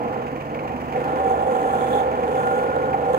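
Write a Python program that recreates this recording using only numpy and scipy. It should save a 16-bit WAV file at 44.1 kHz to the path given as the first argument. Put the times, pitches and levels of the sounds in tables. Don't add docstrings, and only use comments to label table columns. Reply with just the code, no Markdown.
import sys
import numpy as np
from scipy import signal
from scipy.fft import rfft, irfft, next_fast_len
from scipy.io import wavfile
from scipy.ndimage import uniform_filter1d, map_coordinates

SR = 44100
rng = np.random.default_rng(int(sys.argv[2]) if len(sys.argv) > 2 else 0)


def dump(signal):
    limited = np.clip(np.atleast_2d(signal).T, -1, 1)
    pcm = np.round(limited * 32767).astype(np.int16)
    wavfile.write(sys.argv[1], SR, pcm)


N = 140238


# (time [s], rate [firings per s])
SPEED = [(0.0, 21.06), (0.25, 21.7), (0.45, 21.03), (0.65, 23.2), (0.85, 25.0), (1.1, 25.77), (1.45, 25.57),
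         (1.75, 24.91), (2.0, 24.38), (2.3, 25.2), (2.6, 25.91), (2.9, 26.1), (3.18, 25.66)]


def firing_count():
    return np.cumsum(curve(SPEED)) / SR


# (multiple of the firing rate, level [dB])
HUM_ORDERS = [(2, -59), (3, -45), (5, -45.5), (6, -46), (7, -49.5), (9, -51.5), (10, -38.5), (11, -40.5),
              (14, -49.5), (15, -55.5)]
# (frequency [Hz], gain [dB])
PIPE = [(50, 0), (64, -7.5), (77, 0), (105, -2), (128, 0.5), (148, 2), (175, 0.5), (215, -14), (250, -1),
        (272, -17), (295, 6), (330, 1.5)]
# (time [s], level [dB])
HUM_LEVEL = [(0, 1), (.25, -1.5), (.36, 1.5), (.74, 2.5), (.84, 1.5), (1.6, -2.5), (2.1, 0.5), (3.18, 1)]
# (multiple of the firing rate, level [dB])
WHINE_ORDERS = [(41, -1), (54, -7), (55, 16), (58, -8), (69, -20)]
# (time [s], level [dB])
WHINE_LEVEL = [(0, -70), (.85, -66), (1.0, -57), (1.85, -53), (2.1, -63), (2.45, -47.5), (3.18, -55)]
CYLINDERS = [-1.6, -1.1, 1.9]
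# (place between firings [0-1], relative level [dB])
CLACKS = [(.61, -9.5), (0.729, -13), (0.98, -11.5)]
# (frequency [Hz], relative level [dB per Hz])
BLOCK = [(400, -19), (950, 10.5), (1250, 1.5), (1800, 4.5), (2400, 2.5), (2900, -4), (3600, -19.5),
         (4600, -16.5), (5400, -20), (6500, -18), (9000, -28), (11000, -28), (12500, -23.5), (16000, -26)]
# (time [s], level [dB])
KNOCK_LEVEL = [(0, -40), (.55, -41), (.87, -39.5), (.95, -38.5), (1.4, -41.5), (2.4, -40), (3.18, -42)]
# (frequency [Hz], relative level [dB per Hz])
RUMBLE = [(20, -35), (36, -26), (62, -7), (100, -7), (140, -10.5), (200, -0.5), (270, 1), (330, -0.5),
          (450, -12), (680, 3), (900, -4.5), (1250, -7), (3000, -59.5)]
# (time [s], level [dB])
RUMBLE_LEVEL = [(0, -28.5), (.45, -35), (.7, -31.5), (.87, -32.5), (1.2, -29), (1.6, -28.5), (2.1, -29.5),
                (3.18, -30)]
KNOCK_BED, KNOCK_RISE_S, KNOCK_DECAY_S = .2, .0019, .007
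CHUG_DB, CHUG_PLACE = 1, .27


def engine(firings):
    count = len(CYLINDERS)
    hits = np.zeros(N)
    for place, db in CLACKS:
        for k, strength in enumerate(CYLINDERS):
            turns = (firings - place - k) / count
            hits += amp(db + strength) * blows(turns, scatter_db=1, jitter_s=.0006)
    clacks = dying(hits, KNOCK_RISE_S, KNOCK_DECAY_S)
    knock = hiss(np.hypot(KNOCK_BED, 1.5 * clacks), BLOCK)
    chug = amp(CHUG_DB * np.cos(2 * np.pi * (firings - CHUG_PLACE)))
    rumble = hiss(chug, RUMBLE)
    hum = harmonics(firings, HUM_ORDERS, PIPE, waver_db=2.5)
    whine = harmonics(firings, WHINE_ORDERS, RADIATION, waver_db=4)
    tones = amp(curve(HUM_LEVEL)) * hum + amp(curve(WHINE_LEVEL)) * whine
    noises = amp(curve(KNOCK_LEVEL)) * knock + amp(curve(RUMBLE_LEVEL)) * rumble
    return tones + noises


def harmonics(firings, orders, colour, waver_db):
    total, speed = np.zeros(N), curve(SPEED)
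    for order, db in orders:
        tone = np.sqrt(2) * np.sin(2 * np.pi * (order * firings + rng.random()))
        level = db + along(colour, order * speed) + waver_db * wobble(4.92)
        total += amp(level) * tone
    return np.array([total, np.zeros(N)])


# (time [s], level [dB])
HARD_KNOCKS = [(0.268, -35.5), (0.36, -39), (0.409, -33.5), (0.5442, -33), (0.5896, -34), (0.6779, -31.5),
               (0.9263, -33), (0.9584, -33), (2.2336, -36.5), (2.9297, -37), (3.0465, -36)]
# (frequency [Hz], width [Hz], gain [dB])
HEAD = [(2300, 680, 0)]
HARD_KNOCK_TRIM_DB = -3


def hard_knocks():
    hits = hits_at(HARD_KNOCKS, HARD_KNOCK_TRIM_DB)
    noise = rng.standard_normal((2, N))
    return dying(hits, rise_s=.001, decay_s=.01) * ringing(ringing(noise, HEAD), HEAD)


# (frequency [Hz], gain [dB])
RADIATION = [(100, -29), (400, 3), (1700, -3.5), (2300, -30), (3000, -8.5), (6000, -27.5)]
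# (frequency [Hz], width [Hz], gain [dB])
FRAME = [(439, 28, -3.5), (565.4, 31, 1.5), (635, 24, -2.5), (813, 100, -3), (1019, 25, -2), (1358, 49, -4),
         (1732, 52, -9)]
# (time [s], level [dB])
SHAKE = [(0, -27), (.14, -25.5), (.4, -32.5), (.6, -28.5), (.9, -34), (.95, -24), (1.12, -20.5),
         (1.27, -23), (1.96, -19), (2.11, -22), (2.33, -21.5), (2.6, -21.5), (2.75, -22.5), (3, -24),
         (3.18, -22)]
# (time [s], level [dB])
LOW_RING_LEVEL = [(0.0, -30), (0.04, -30.5), (0.34, -35), (0.63, -35.5), (0.88, -41.5), (0.98, -25.5),
                  (1.1, -36.5), (1.15, -26.5), (1.22, -32), (1.27, -25), (1.39, -30), (1.51, -24),
                  (1.6, -29), (1.65, -25), (1.72, -28.5), (1.96, -23.5), (2.04, -32), (2.06, -24),
                  (2.16, -35), (2.19, -26), (2.39, -25), (2.52, -31), (2.54, -24), (3.06, -30.5),
                  (3.13, -21.5), (3.18, -26)]
HIGH_RING_LEVEL = [(0.0, -33), (0.16, -38), (0.4, -51.5), (0.72, -34), (0.88, -58), (0.96, -25),
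                   (0.99, -46), (1.07, -24.5), (1.1, -32), (1.31, -23.5), (1.38, -32), (1.41, -26),
                   (1.91, -27.5), (1.93, -29), (1.98, -21), (2.12, -35.5), (2.19, -32), (2.21, -33.5),
                   (2.45, -25.5), (2.82, -34.5), (2.84, -29.5), (2.91, -29.5), (2.95, -20), (2.99, -36),
                   (3.03, -24.5), (3.18, -31.5)]
# (frequency [Hz], width [Hz], gain [dB])
LOW_RING = [(486.8, 15.5, 3), (516.8, 12, 4.5)]
HIGH_RING = [(771, 17, 1.5), (815.6, 14, -5.5)]
# (multiple of the firing rate, relative level [dB])
LOW_SUNG = [(19, 0), (20, 0)]
HIGH_SUNG = [(30, 0), (31, -5)]
# (frequency [Hz], level [dB per Hz])
STEEL = [(1500, 5), (2800, -4.5), (3430, 15.5), (4200, -26), (5400, -8), (6600, 7), (8000, 4), (10300, 2),
         (11200, -7), (12500, -3.5), (16000, -4)]
# (time [s], level [dB])
CHATTER = [(0, -84), (.88, -96), (.97, -59), (1.18, -58.5), (1.3, -51.5), (1.38, -55.5), (1.5, -51.5),
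           (1.8, -49), (1.97, -45.5), (2.08, -61), (2.22, -58), (2.33, -50.5), (2.59, -50.5), (2.7, -59.5),
           (3.05, -60.5), (3.18, -50)]
FRAME_TRIM_DB, LOW_RING_TRIM_DB, HIGH_RING_TRIM_DB = -6, 1.5, .5
CONTACTS_PER_FIRING, CONTACT_PLACE = 6, .34
TICK_BED, TICK_DECAY_S = .2, .00033


def digger(firings):
    turns = CONTACTS_PER_FIRING * firings - CONTACT_PLACE
    contacts = blows(turns, scatter_db=4, jitter_s=.0009)
    push_envelope = .42 + dying(contacts, rise_s=.00055, decay_s=.0019)
    push = push_envelope * rng.standard_normal((2, N))
    drone = unit(filtered(ringing(push, FRAME), lambda hz: amp(along(RADIATION, hz))))
    low = ring(push, firings, LOW_RING, LOW_SUNG)
    high = ring(push, firings, HIGH_RING, HIGH_SUNG)
    ticks = hiss(TICK_BED + dying(contacts, rise_s=.00005, decay_s=TICK_DECAY_S), STEEL)
    rings = amp(curve(LOW_RING_LEVEL) + LOW_RING_TRIM_DB) * low
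    rings = rings + amp(curve(HIGH_RING_LEVEL) + HIGH_RING_TRIM_DB) * high
    return rings + amp(curve(SHAKE) + FRAME_TRIM_DB) * drone + amp(curve(CHATTER)) * ticks


RING_WIDTH_HZ, SUNG_DB = 139, -9


def ring(push, firings, modes, orders):
    main_hz = modes[0][0]
    rattled = ringing(ringing(push, modes), [(main_hz, RING_WIDTH_HZ, 0)])
    sung = ringing(harmonics(firings, orders, RADIATION, waver_db=3), modes)
    return rubbed(unit(rattled + amp(SUNG_DB) * sung))


FRICTION = .55


def rubbed(x):
    power = np.abs(uniform_filter1d(x ** 2, size=2600, axis=-1)) + 1e-6
    return unit(x / power ** (FRICTION / 2))


# (time [s], level [dB])
CLINKS = [(0.309, -52), (0.451, -51), (0.546, -50), (0.761, -51), (0.9183, -48), (1.4257, -41),
          (1.5165, -40), (1.5753, -40), (1.6337, -37), (1.6536, -39), (1.7275, -39), (1.7734, -39),
          (1.8881, -35), (1.9205, -36), (2.4708, -40)]
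CLINK_TRIM_DB, CLINK_DECAY_S = -2, .0004


def clinks():
    hits = hits_at(CLINKS, CLINK_TRIM_DB)
    bursts = dying(hits, rise_s=.0001, decay_s=CLINK_DECAY_S) * rng.standard_normal((2, N))
    return filtered(bursts, lambda hz: amp(along(STEEL, hz)))


# (time [s], level [dB])
GRIND_LEVEL = [(1.65, -80), (1.8, -55), (1.89, -49.5), (1.97, -43), (2.025, -52), (2.06, -74), (2.1, -110)]
# (frequency [Hz], width [Hz], gain [dB])
SHARE = [(3440, 420, 0)]
PING_S, PING_DB, PING_DECAY_S = 1.9755, -26, .003


def stone():
    grains = .5 + crumbs(500, scatter_db=3, decay_s=.002)
    scrape = grains * rng.standard_normal((2, N))
    grind = ringing(ringing(scrape, SHARE), SHARE)
    ping = struck(PING_S, SHARE[0][0], rise_s=.0018, decay_s=PING_DECAY_S)
    return amp(curve(GRIND_LEVEL)) * grind + amp(PING_DB) * ping


# (frequency [Hz], relative level [dB per Hz])
SOIL = [(500, 13), (1500, -5), (3000, 26), (4500, -18), (6000, -4.5), (10000, -21), (16000, -1)]
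# (time [s], level [dB], pitch [Hz])
THUMPS = [(0.056, -26, 245), (0.327, -20, 263), (0.376, -21, 299), (0.696, -25, 142), (0.741, -20, 253),
          (1.127, -19, 297), (2.057, -24.5, 256), (2.842, -26, 255)]
SOIL_DB, CRUMBS_PER_S = -62, 160
THUMP_TRIM_DB, THUMP_RISE_S, THUMP_DECAY_S = 1, .005, .013


def soil():
    patter = hiss(.15 + crumbs(CRUMBS_PER_S, scatter_db=4, decay_s=.002), SOIL)
    clods = np.zeros((2, N))
    for s, db, hz in THUMPS:
        clods += amp(db + THUMP_TRIM_DB) * struck(s, hz, THUMP_RISE_S, THUMP_DECAY_S)
    return amp(SOIL_DB) * patter + clods


def crumbs(rate, scatter_db, decay_s):
    hits = (rng.random(N) < rate / SR) * amp(scatter_db * rng.standard_normal(N))
    return dying(hits, rise_s=.0001, decay_s=decay_s)


# (frequency [Hz], likeness [0-1])
ALIKE = [(40, .8), (120, .93), (300, .95), (600, .94), (1000, .82), (1500, .7), (2400, .7), (3200, .4),
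         (8000, .3), (15000, .15)]
# (frequency [Hz], left minus right [dB])
BALANCE = [(60, 2.5), (125, -2.3), (300, -2.5), (520, -2), (800, -4.5), (1100, -2), (1400, -1),
           (2400, -3.5), (4500, 0), (8000, -5), (15000, -1)]
# (frequency [Hz], delay [s])
LEFT_LAG = [(300, .00041), (520, .00031), (780, .00032), (1400, .00042), (3000, .00045)]


def ports(pair):
    def turn(hz):
        return np.arccos(np.clip(along(ALIKE, hz), -1, 1)) / 2

    half = np.array([[.5], [-.5]])

    def placing(hz):
        lag = np.exp(-2j * np.pi * hz * half * along(LEFT_LAG, hz))
        return amp(half * along(BALANCE, hz)) * lag

    mid, side = filtered(pair, lambda hz: np.array([np.cos(turn(hz)), np.sin(turn(hz))]))
    return filtered(np.array([mid + side, mid - side]), placing)


def amp(db):
    return 10 ** (np.asarray(db) / 20)


def unit(x):
    return x / np.sqrt(np.mean(x ** 2) + 1e-20)


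def along(points, hz):
    f, v = np.transpose(points)
    return np.interp(np.log(hz + 1), np.log(f + 1), v)


def curve(rows):
    return np.interp(np.arange(N) / SR, *np.transpose(rows))


def wobble(rate):
    knots = rng.standard_normal(int(N * rate / SR) + 4)
    return map_coordinates(knots, [np.arange(N) * rate / SR])


def filtered(x, response):
    m = next_fast_len(N + SR // 2)
    return irfft(rfft(x, m) * response(np.fft.rfftfreq(m, 1 / SR)), m)[..., :N]


def ringing(x, modes):
    def response(f):
        return sum(amp(db) * 1j * f * w / (c * c - f * f + 1j * f * w) for c, w, db in modes)
    return unit(filtered(x, response))


def hiss(envelope, spectrum):
    noise = envelope * rng.standard_normal((2, N))
    return unit(filtered(noise, lambda hz: amp(along(spectrum, hz))))


def blows(turns, scatter_db, jitter_s):
    at = np.flatnonzero(np.diff(np.floor(turns)) > 0)
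    chance = rng.standard_normal((len(at), 2))
    at = np.clip(at + chance[:, 0] * jitter_s * SR, 0, N - 1).astype(int)
    return np.bincount(at, amp(scatter_db * chance[:, 1]), N)


def hits_at(rows, trim_db):
    s, db = np.transpose(rows)
    return np.bincount((s * SR).astype(int), amp(db + trim_db), N)


def dying(hits, rise_s, decay_s):
    t = np.arange(SR // 8) / SR
    return signal.fftconvolve(hits, (1 - np.exp(-t / rise_s)) * np.exp(-t / decay_s))[:N]


def struck(s, hz, rise_s, decay_s):
    t = np.maximum(np.arange(N) / SR - s, 0)
    tone = np.sin(2 * np.pi * hz * t) * (1 - np.exp(-t / rise_s)) * np.exp(-t / decay_s)
    return np.array([tone, np.zeros(N)])


def scene():
    firings = firing_count()
    machine = engine(firings) + hard_knocks() + digger(firings) + clinks()
    return ports(machine + stone() + soil())


TOP_HZ = 15850


def record(dry):
    return filtered(dry, lambda hz: hz < TOP_HZ)


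dry = scene()
out = record(dry)
dump(out)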